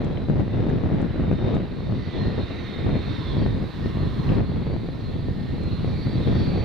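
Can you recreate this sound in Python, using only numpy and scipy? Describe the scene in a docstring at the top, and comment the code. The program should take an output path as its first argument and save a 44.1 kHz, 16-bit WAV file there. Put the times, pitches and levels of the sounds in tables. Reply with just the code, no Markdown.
"""A twin-jet airliner runs its engines up on a runway, a few hundred metres away, in gusty wind.
From the start filtered-noise roar and intake hiss carry a whine of wandering blade tones; gusts rumble over them,
eddies pop on two microphone ports, thickest in the first two seconds, and dry noise ticks fall mostly early.
The engines swell until past three seconds as a faint wide hiss rises, then sag after four.
They return towards the end, while the gusts, random kicks coloured low and lumpy, keep coming."""
import sys
import numpy as np
from scipy import signal
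from scipy.fft import rfft, irfft, next_fast_len
from scipy.io import wavfile
from scipy.ndimage import uniform_filter1d, map_coordinates

SR = 44100
rng = np.random.default_rng(int(sys.argv[2]) if len(sys.argv) > 2 else 0)


def bounce(signal):
    """Save signal as a 16-bit WAV file at the path given by the first command-line argument."""
    frames = np.transpose(np.atleast_2d(signal))
    limited = np.clip(frames, -1, 1)
    pcm = np.round(limited * 32767).astype(np.int16)
    wavfile.write(sys.argv[1], SR, pcm)


N = 292868


# how strongly the air carries the engines, before the trims in the mix:
# (time [s], roar level [dB], intake hiss level [dB])
ENGINE_LEVELS = [(0.0, -49.5, -52.5), (0.28, -53.5, -53.5), (1.14, -48.5, -53.5), (1.52, -49, -53),
                 (1.66, -49.5, -53), (1.85, -52, -51), (2.11, -48, -47.5), (2.79, -46, -47),
                 (2.94, -46.5, -48.5), (3.16, -46, -44), (3.42, -48, -47), (3.5, -49.5, -49),
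                 (3.62, -49, -49.5), (4.35, -46, -48), (4.41, -50, -53), (4.94, -51.5, -52),
                 (5.55, -50.5, -51), (5.68, -50.5, -49.5), (6.4, -47, -44.5), (6.64, -44.5, -48)]
# tone colour of the exhaust roar: (frequency [Hz], relative density [dB per Hz])
ROAR_SPECTRUM = [(60, -4), (300, 8.5), (700, 1), (1100, 3), (1400, 1), (2000, 1), (2400, -2.5), (2800, -5),
                 (3200, -13), (4500, -34.5), (8000, -59)]
# tone colour of the intake hiss: (frequency [Hz], relative density [dB per Hz])
INTAKE_SPECTRUM = [(2200, -25), (3000, -8), (3300, -1), (3700, -1), (4100, -5), (4500, -7.5), (4800, -11),
                   (5300, -16), (6000, -18.5), (6800, -28.5), (9000, -35.5), (12000, -53)]
# engine sound at the two ports: (frequency [Hz], coherence [0-1], left minus right [dB], left lead [rad])
ENGINE_PORTS = [(200, 0.38, -7.5, 0.016), (1000, 0.56, -7, 0.21), (2000, .68, -4.5, 0.079),
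                (3000, 0.81, -8, .1), (3800, .88, -7, .28), (5200, 0.69, -7, .25), (7000, .1, 4.5, 0.023)]


def jet_noise():
    """Exhaust roar and intake hiss, made patchy by the turbulent air on the way."""
    roar_db, intake_db = curves(ENGINE_LEVELS)
    roar_noise = patchy(depth_db=1.74, bin_count=4, frame_count=30)
    roar = heard(roar_noise, ROAR_SPECTRUM, ENGINE_PORTS)
    intake_noise = patchy(depth_db=1.6, bin_count=4, frame_count=24)
    intake = heard(intake_noise, INTAKE_SPECTRUM, ENGINE_PORTS)
    return amp(roar_db + 3.0) * roar + amp(intake_db - 4.5) * intake


# local swells and a few dips in the engine noise, some gliding in pitch: (time [s], half length [s],
# centre [Hz], half width [octaves], glide [octaves per s], gain before the noise is levelled [dB])
NOISE_SWELLS = [(1.205, 0.12, 2000, 0.14, 0, 4.5), (1.534, 0.06, 4600, .5, 0, 4),
                (2.03, .06, 2040, .07, 0, 3.5), (2.174, 0.078, 3460, 0.18, 0.078, 7),
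                (2.178, 0.055, 1020, 0.083, 0, 6), (2.302, .09, 1930, .07, 0, 7),
                (2.649, 0.2, 2000, 0.081, 0, 3.5), (2.554, 0.69, 2460, 0.27, -0.33, 4),
                (3.36, .17, 3330, .055, -0.87, 9.5), (2.75, .25, 3720, .08, 0, 2.5),
                (3.87, .05, 5200, .25, 0, 3), (3.411, 0.046, 4400, 0.087, 0, 9),
                (3.36, 0.18, 1000, .17, -0.03, 10), (4.096, 0.32, 1098, 0.16, 0, 7.5),
                (3.661, .09, 1890, .2, 0.076, -4), (2.67, .025, 2040, .04, -1, 6),
                (2.78, .1, 5900, .2, 0, -3), (3.56, .04, 5500, .3, 0, -3),
                (4.608, 0.083, 3390, .04, -0.067, 11), (4.9, .15, 5500, 0.22, 0, 2),
                (4.949, 0.27, 2110, .22, 0, -3.5), (5.52, 0.07, 2000, 0.14, .5, 5),
                (5.953, 0.076, 2400, 0.098, 0, 6.5), (6.248, 0.12, 3760, .12, -.7, 7.5),
                (6.421, .12, 5200, .15, 0, 2.5)]


def patchy(depth_db, bin_count, frame_count):
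    """Two noises whose gain drifts in patches of time and frequency, with marked swells and dips."""
    hz, t, bins = signal.stft(rng.standard_normal((2, N)), SR, nperseg=512)
    field = rng.standard_normal(bins.shape[1:])
    for _ in range(2):
        field = uniform_filter1d(field, bin_count, 0)
        field = uniform_filter1d(field, frame_count, 1)
    gain_db = depth_db * unit(field)
    for s, length, centre_hz, width, glide, db in NOISE_SWELLS:
        octaves = np.log2((hz[:, None] + 1) / centre_hz) - glide * (t - s)
        gain_db = gain_db + db * np.exp(-((t - s) / length) ** 2 - (octaves / width) ** 2)
    return signal.istft(bins * amp(gain_db), nperseg=512)[1][:, :N]


# two shafts settle at their own pace; only each pitch against its median is played:
# (time [s], fan tone [Hz], compressor tone [Hz])
SHAFT_PITCH = [(0, 1838.5, 4540), (1.5, 1837, 4531), (2.7, 1835.5, 4523), (4.5, 1833.5, 4520),
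               (6.64, 1831.5, 4517)]
# main tones, pitched at median shaft speed: name -> (shaft, frequency [Hz], pitch wander [Hz],
# offset of a beating side tone [Hz], its level against the direct tone [dB], scattered share [ratio])
MAIN_TONES = {"fan": ("fan", 1835, 4, 19, -16, .45), "shaft": ("fan", 1985, 3, 20, -16, .28),
              "upper shaft": ("fan", 2093, 3.5, -23, -6, .28), "fan octave": ("fan", 3669, 3, 38, -11, .26),
              "blade": ("fan", 3890, 3, 33, -12, .3),
              "fan side tone": ("compressor", 3969, 2.5, 38, -10, .3),
              "low compressor": ("compressor", 4181, 4, -35, -16, .27),
              "other engine's low compressor": ("compressor", 4208, 5, 35, -20, .4),
              "middle compressor": ("compressor", 4343, 2.5, 20, -16, .35),
              "high compressor": ("compressor", 4522, 2, 14, -25, .14),
              "turbine": ("compressor", 5277, 5, 20, -12, .42)}
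# weaker tones of the fan shaft, before the trim in the mix: (frequency [Hz], level [dB])
WEAK_TONES = [(2070, -72), (2178, -73), (2266, -74), (3600, -71), (3709, -73), (3842, -67), (4146, -69.5),
              (5451, -84.5), (6010, -93)]
# each tone is beamed its own way and drifts as the aircraft turns: name -> (level at mid-scene with
# average intake hiss [dB], follow [dB per dB of intake hiss], drift [dB per s])
TONE_BEAMS = {"fan": (-60.5, 0.62, 0), "shaft": (-66, 1, -.3), "upper shaft": (-69.5, 1.1, -.5),
              "fan octave": (-61.5, 1.58, -1), "blade": (-63.5, 1.1, -.4),
              "fan side tone": (-64.5, 0.65, .6), "low compressor": (-61, 1, 1),
              "other engine's low compressor": (-66.5, .8, 2), "middle compressor": (-73.5, .6, 2.6),
              "high compressor": (-65.5, 0.4, 1.9), "turbine": (-79, 2.1, 0)}


def whine():
    """Blade tones sink slightly as the shafts settle; two engines a little apart in speed make them beat."""
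    fan_hz, compressor_hz = curves(SHAFT_PITCH)
    speed = {"fan": fan_hz / np.median(fan_hz), "compressor": compressor_hz / np.median(compressor_hz)}
    intake_db = curves(ENGINE_LEVELS)[1]
    carry_db = intake_db - intake_db.mean()
    from_middle_s = (np.arange(N) - N / 2) / SR
    strong = 0
    for name, (shaft, hz, wander_hz, offset_hz, twin_db, scatter) in MAIN_TONES.items():
        db, follow, drift = TONE_BEAMS[name]
        level_db = db + follow * carry_db + drift * from_middle_s + flare_db(name)
        twin_phase = 2 * np.pi * np.cumsum(offset_hz + 4 * wobble(12)) / SR
        twin = amp(twin_db) * np.exp(1j * twin_phase)
        voice = tone(hz, speed[shaft], wander_hz, fade_db=1.5, scatter=scatter, twin=twin)
        strong = strong + amp(level_db) * voice
    weak = 0
    for hz, db in WEAK_TONES:
        weak = weak + amp(db) * tone(hz, speed["fan"], wander_hz=3.6, fade_db=3.5, scatter=0.45)
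    return strong + weak * amp(1.1 * carry_db + 2.2)


def tone(hz, speed, wander_hz, fade_db, scatter, twin=0):
    """One blade tone at both ports: turbulence blurs its pitch and makes it twinkle."""
    phase = 2 * np.pi * np.cumsum(hz * speed + wander_hz * wobble(45)) / SR
    direct = amp(fade_db * wobble(14))
    # sound scattered by eddies arrives with shifting phase and beats against the direct path
    shared = wobble(70) + 1j * wobble(70)
    own_to_each_port = np.array([wobble(30), wobble(30)])
    scattered = scatter * (shared + own_to_each_port)
    _, balance_db, lead = along(ENGINE_PORTS, hz)
    tilt = amp(balance_db / 2) * np.exp(.5j * lead)
    ports = np.array([[tilt], [1 / tilt]])
    return unit(np.real(ports * (direct + twin + scattered) * np.exp(1j * phase)))


# moments when one tone rings out or drops away: (middle [s], half length [s], tone name, gain [dB])
TONE_FLARES = [(1.4, .14, "fan", 6), (2.24, 0.056, "fan", 10.5), (2.8, 0.44, "fan", 2.5),
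               (3.47, .07, "fan", 4), (3.63, .07, "fan", -10), (3.874, 0.053, "fan", 10.5),
               (4.02, 0.068, "fan", 5.5), (4.7, 0.14, "fan", -6), (5.33, .075, "fan", 7),
               (5.5, 0.055, "fan", 6.5), (5.76, 0.14, "fan", -7), (6.47, 0.18, "fan", 3.5),
               (2.09, 0.091, "shaft", 9), (2.6, .25, "shaft", 2), (5.63, 0.11, "shaft", 5),
               (2.1, .11, "upper shaft", 6), (2.62, 0.17, "upper shaft", 11), (2.92, .12, "upper shaft", 9),
               (0.597, 0.12, "fan octave", 7.5), (1.102, .07, "fan octave", -9),
               (1.41, 0.19, "fan octave", 11.5), (1.84, .05, "fan octave", 3),
               (2.308, .03, "fan octave", -3), (2.437, .08, "fan octave", 5.5),
               (2.72, 0.17, "fan octave", 6.5), (2.97, 0.076, "fan octave", 7.5),
               (3.2, 0.13, "fan octave", 5.5), (3.52, 0.04, "fan octave", 6), (1.57, 0.11, "blade", 10),
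               (2.65, .3, "blade", 3), (0.194, 0.15, "fan side tone", 9), (1.126, .07, "fan side tone", 9),
               (3.8, .13, "turbine", 6), (3.87, .05, "turbine", 4), (.2, .25, "low compressor", -3),
               (2.3, 0.13, "low compressor", 8.5), (2.753, 0.35, "low compressor", 3.5),
               (3.238, 0.1, "low compressor", 5.5), (3.64, .04, "low compressor", -9),
               (4.03, 0.05, "low compressor", 9), (4.203, 0.061, "low compressor", 6),
               (4.47, 0.038, "low compressor", 7), (5.067, .04, "low compressor", 8),
               (5.722, 0.092, "low compressor", 7), (6.33, .06, "low compressor", -5),
               (6.49, .05, "low compressor", 2), (1.99, .08, "high compressor", 6.5),
               (3.2, .12, "high compressor", 4.5), (3.415, .045, "high compressor", 11.5),
               (3.62, 0.07, "high compressor", -7), (3.87, 0.044, "high compressor", 3),
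               (4.7, .06, "high compressor", 5.5), (5.5, .2, "high compressor", -4),
               (6.08, 0.09, "high compressor", 8), (6.26, .04, "high compressor", -5),
               (6.53, .19, "high compressor", 8.5)]
FLARE_EDGE_S = 0.02  # time scale of the move into and out of a flare


def flare_db(name):
    """Now and then the air focuses one tone on the listener or bends it away: it moves, holds, comes back."""
    t = np.arange(N) / SR
    total_db = 0
    for s, length, which, db in TONE_FLARES:
        if which == name:
            total_db = total_db + db * (1 + np.tanh((length - np.abs(t - s)) / FLARE_EDGE_S)) / 2
    return total_db


# gusts, before lumps and trims: (start [s], hold [s], buffet level [dB], flutter against buffet [dB])
WIND_GUSTS = [(0.0, 0.19, -26, -8), (0.351, 0.049, -19, -12), (0.546, 0.29, -23.5, -8.5),
              (0.919, 0.11, -24, -7), (1.151, 0.21, -23.5, -11.5), (1.446, 0.14, -24, -5.5),
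              (1.791, 0.028, -30, -11.5), (1.908, 0.08, -25, -12), (2.068, 0.084, -31, -11),
              (2.205, 0.073, -25, -9), (2.3, 0.12, -28, -7), (2.511, 0.007, -33.5, -1.5),
              (2.79, .04, -27.5, -8), (2.886, 0.083, -22.5, -7.5), (3.056, 0.23, -30, -10.5),
              (3.383, 0.068, -19.5, -13), (3.524, 0.08, -25.5, -12.5), (3.835, 0.055, -24.5, -12.5),
              (3.974, 0.13, -24.5, -14), (4.175, 0.089, -25.5, -16), (4.325, 0.062, -20.5, -10),
              (4.42, 0.35, -26.5, -11), (4.857, 0.095, -29.5, -11.5), (5.036, 0.16, -29, -12.5),
              (5.254, 0.33, -26.5, -16), (5.484, 0.27, -27, -13.5), (5.812, 0.18, -25.5, -15),
              (6.064, 0.14, -22.5, -13.5), (6.267, 0.098, -22, -10.5), (6.428, 0.14, -22.5, -11.5)]
# tone colour of the deep buffet: (frequency [Hz], relative density [dB per Hz])
BUFFET_SPECTRUM = [(8, -16.5), (25, -14), (55, -5), (95, 1), (150, 0), (250, -8), (400, -22), (800, -36.5),
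                   (2000, -88.5)]
# tone colour of the sharper flutter: (frequency [Hz], relative density [dB per Hz])
FLUTTER_SPECTRUM = [(100, -22.5), (220, -1), (330, 1), (480, -3.5), (750, -13.5), (1200, -22),
                    (2500, -30.5), (5000, -45), (9000, -76.5)]
# wind at the two ports: (frequency [Hz], coherence [0-1], left minus right [dB], left lead [rad])
WIND_AT_PORTS = [(20, .65, -12.5, -.2), (50, 1, -10.5, -0.79), (101, 0.73, -2, -0.73),
                 (175, 0.56, 2, -0.93), (270, 0.26, 6, -0.095), (500, .45, 4, -0.063),
                 (1500, 0.4, 5.5, -0.22)]
BREEZE_DB, BREEZE_FLUTTER_DB = -33, -43  # floor between gusts, before lumps and trims


def wind():
    """Eddies break on the ports: a deep buffet, and sharper kicks that flutter above it; the strongest flow rules."""
    buffet_gain, flutter_gain = amp(BREEZE_DB), amp(BREEZE_FLUTTER_DB)
    for start, length, db, flutter_db in WIND_GUSTS:
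        gust = amp(db) * gust_shape(start, length)
        buffet_gain = np.maximum(buffet_gain, gust)
        flutter_gain = np.maximum(flutter_gain, gust * amp(flutter_db))
    kicks = eddies(rate=480, spread_db=3)
    buffet = heard(0.48 * kicks + rng.standard_normal((2, N)), BUFFET_SPECTRUM, WIND_AT_PORTS)
    flutter = heard(kicks + 0.51 * rng.standard_normal((2, N)), FLUTTER_SPECTRUM, WIND_AT_PORTS)
    lumps_db = 1.72 * wobble(40) + stall_db()
    return amp(lumps_db - 0.32) * buffet_gain * buffet + amp(lumps_db - 0.08) * flutter_gain * flutter


GUST_ATTACK_S, GUST_RELEASE_S = 0.093, 0.074  # time constants of build-up and dying away


def gust_shape(start, length):
    """A gust builds up exponentially, holds and dies away."""
    t = np.arange(N) / SR
    before = np.maximum(start - t, 0)
    after = np.maximum(t - start - length, 0)
    return np.exp(-before / GUST_ATTACK_S - after / GUST_RELEASE_S)


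def eddies(rate, spread_db):
    """Random pressure kicks of either sign, rate a second at each port, some much larger than the rest."""
    hit = rng.random((2, N)) < rate / SR
    size_db = spread_db * np.minimum(rng.standard_normal((2, N)), 2)
    return unit(hit * rng.choice([-1, 1], (2, N)) * amp(size_db))


# brief changes in the wind, nearly all lulls: (middle [s], half length [s], gain [dB])
WIND_LULLS = [(0.236, 0.016, -1), (0.49, 0.0062, -2.5), (1.126, 0.0057, -13), (1.723, 0.061, 0),
              (2.48, 0.015, -5), (2.674, 0.034, -3), (3.039, .02, -2.5), (3.174, 0.0072, -10),
              (3.725, 0.012, -10.5), (4.831, 0.044, 1)]
STALL_DB, STALL_S = 1, .009  # depth of the dip before a pop; its lead and half length


def stall_db():
    """The wind dips in the lulls, and the flow stalls for an instant before each hard eddy breaks."""
    lulls = sum(db * bump(s, length) for s, length, db in WIND_LULLS)
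    return lulls - STALL_DB * sum(bump(s - STALL_S, STALL_S) for s, _, _ in HARD_EDDIES)


# the hardest eddies, each a pop on the ports:
# (time [s], peak level before a 2 dB lift and panning [dB], twice the left minus right [dB])
HARD_EDDIES = [(0.0171, -17, 15.5), (0.1777, -20.5, 14), (0.2848, -16.5, 8), (0.298, -13, 14),
               (0.359, -23, 4), (0.3954, -16, 20), (0.57, -18, 3), (0.666, -13.5, -5), (0.8356, -15.5, 24),
               (0.9008, -18, 1), (0.9458, -17, 0), (1.0271, -19, 19), (1.066, -19, 9), (1.1432, -20, 6),
               (1.1589, -21, 8), (1.197, -15, 11), (1.2367, -15.5, 4.5), (1.3131, -12, 10.5),
               (1.3277, -14, 14), (1.4416, -20.5, 8), (1.5402, -15, 12), (1.5664, -11.5, 9),
               (1.8049, -21, 12), (1.8959, -21.5, 10), (1.9218, -18, 9), (2.509, -21, 5),
               (2.8643, -17.5, 0), (3.367, -16, 11), (3.462, -13, 13), (3.6402, -21, 7),
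               (3.8586, -16.5, 14), (3.9712, -17, 17), (4.0345, -18.5, 14), (4.244, -20.5, 10),
               (4.3832, -16, 19), (4.5185, -20.5, 3), (4.6669, -19, 5), (4.6994, -19, 5),
               (4.7634, -18.5, 11), (4.8869, -17.5, 4), (4.947, -24.5, 13), (5.2842, -18, 13),
               (5.581, -22, 8), (5.8449, -16.5, 15), (6.0697, -17.5, 17), (6.1905, -18, 13),
               (6.2728, -14.5, 15), (6.3538, -16.5, 25), (6.5184, -19.5, -2)]
CRACKLE_DB, CRACKLE_S = -30, 0.0026  # fine turbulence: level against the spike, decay time constant


def pops():
    """A hard eddy is one sharp pressure spike between two shallow dips, with a brief crackle on top."""
    out, t = np.zeros((2, N)), np.arange(-SR // 100, SR // 100) / SR
    from_tip = np.hypot(t - .0015, .00016)  # seconds, rounded at the tip
    spike = np.exp(-from_tip / 0.00081) - np.exp(-from_tip / 0.0019) / 2
    spike = spike / spike.max()
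    band = signal.butter(3, [600, 2400], "bandpass", fs=SR, output="sos")
    for s, db, pan_db in HARD_EDDIES:
        grain = unit(signal.sosfilt(band, rng.standard_normal((2, len(t)))))
        crackle = amp(CRACKLE_DB) * np.exp(-from_tip / CRACKLE_S) * grain
        port_db = db + 2 + np.array([[pan_db], [-pan_db]]) / 4
        add(out, s + t[0], amp(port_db) * (spike + crackle))
    return out


# small ticks near the microphone: (time [s], starting rms level [dB], centre of an octave band [Hz])
DRY_TICKS = [(0.046, -53, 5500), (0.1715, -33, 2290), (0.297, -37, 1700), (0.298, -59, 5500),
             (0.3985, -58, 6000), (0.534, -45, 2590), (0.6965, -56, 6000), (0.699, -30.5, 1390),
             (1.0161, -53.5, 5960), (1.549, -56, 6000), (4.29, -33, 2380), (5.1347, -42, 2400),
             (5.635, -58, 7000)]
TICK_T60_S = 0.023  # time to fall by 60 dB


def ticks():
    """Tiny dry ticks, dull or bright, each a few milliseconds of decaying octave-band noise."""
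    out, t = np.zeros((2, N)), np.arange(SR // 20) / SR
    for s, db, hz in DRY_TICKS:
        band = signal.butter(5, hz * np.sqrt([.5, 2]), "bandpass", fs=SR, output="sos")
        grain = unit(signal.sosfilt(band, rng.standard_normal((2, len(t)))))
        add(out, s, amp(db - 60 * t / TICK_T60_S) * grain)
    return out


# the faint hiss, before the trim in the mix: (time [s], level [dB])
HISS_LEVELS = [(0.05, -84), (2.07, -84.5), (2.69, -81), (4.36, -77), (4.39, -82.5), (5.5, -80),
               (6.23, -77.5), (6.64, -78.5)]
# its tone colour: (frequency [Hz], relative density [dB per Hz])
HISS_SPECTRUM = [(3000, -5.5), (7000, 2), (10000, -3.5), (11500, -1), (14300, -2.5), (15500, -9)]
# hiss at the two ports: (frequency [Hz], coherence [0-1], left minus right [dB], left lead [rad])
HISS_AT_PORTS = [(1000, .1, -5.5, 0.0098)]


def hiss():
    """A faint, wide hiss above the engines: coloured noise, nearly unrelated at the two ports."""
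    noise = heard(rng.standard_normal((2, N)), HISS_SPECTRUM, HISS_AT_PORTS)
    return amp(curves(HISS_LEVELS)[0] + 7.5) * noise


def heard(pair, spectrum, ports):
    """Colour two unrelated signals and share them between the ports; their middle has rms 1."""
    m = next_fast_len(N + 8192)
    hz = np.fft.rfftfreq(m, 1 / SR)
    common, apart = rfft(pair, m) * amp(along(spectrum, hz)[0])
    alike, balance_db, lead = along(ports, hz)
    turn = np.arccos(np.clip(alike, 0, 1)) / 2  # sets the coherence
    tilt = amp(balance_db / 2) * np.exp(.5j * lead)
    common, apart = common * np.cos(turn), apart * np.sin(turn)
    out = irfft(np.array([(common + apart) * tilt, (common - apart) / tilt]), m)[:, :N]
    return out / np.std(out.mean(axis=0))


def along(points, hz):
    """Each column of a table after its frequency, read on a log axis."""
    f, *cols = np.transpose(points)
    return [np.interp(np.log(hz + 1), np.log(f + 1), c) for c in cols]


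def curves(rows):
    """One value per sample for each column after the time."""
    s, *cols = np.transpose(rows)
    return [np.interp(np.arange(N) / SR, s, c) for c in cols]


def wobble(rate):
    """A smooth random curve, rate knots a second."""
    knots = rng.standard_normal(int(N * rate / SR) + 4)
    coarse = np.linspace(0, N, N // 32)
    smooth = map_coordinates(knots, [coarse * rate / SR])
    return np.interp(np.arange(N), coarse, smooth)


def bump(s, length):
    """A bell in time, 1 at s."""
    return np.exp(-np.minimum(np.square((np.arange(N) / SR - s) / length), 20))


def add(out, s, sound):
    """Mix a short stereo sound in at time s."""
    room = out[:, round(s * SR):][:, :sound.shape[1]]
    room += sound[:, :room.shape[1]]


def amp(db):
    """Decibels to gain."""
    return 10 ** (np.asarray(db) / 20)


def unit(x):
    """Scale to rms 1."""
    return x / np.sqrt(np.mean(x ** 2) + 1e-20)


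def scene():
    """The distant airliner behind the wind."""
    return jet_noise() + whine() + wind() + pops() + ticks() + hiss()


TOP_HZ = 15700  # nothing is kept from here up


def record(dry):
    """A 6 ms fade-in opens the sound softly, and a steep band limit removes the extreme treble."""
    m = next_fast_len(N + 8192)
    opening = np.minimum(np.arange(N) / SR / .006, 1)
    kept = np.fft.rfftfreq(m, 1 / SR) < TOP_HZ
    return irfft(rfft(dry * opening, m) * kept, m)[:, :N]


dry = scene()
out = record(dry)
bounce(out)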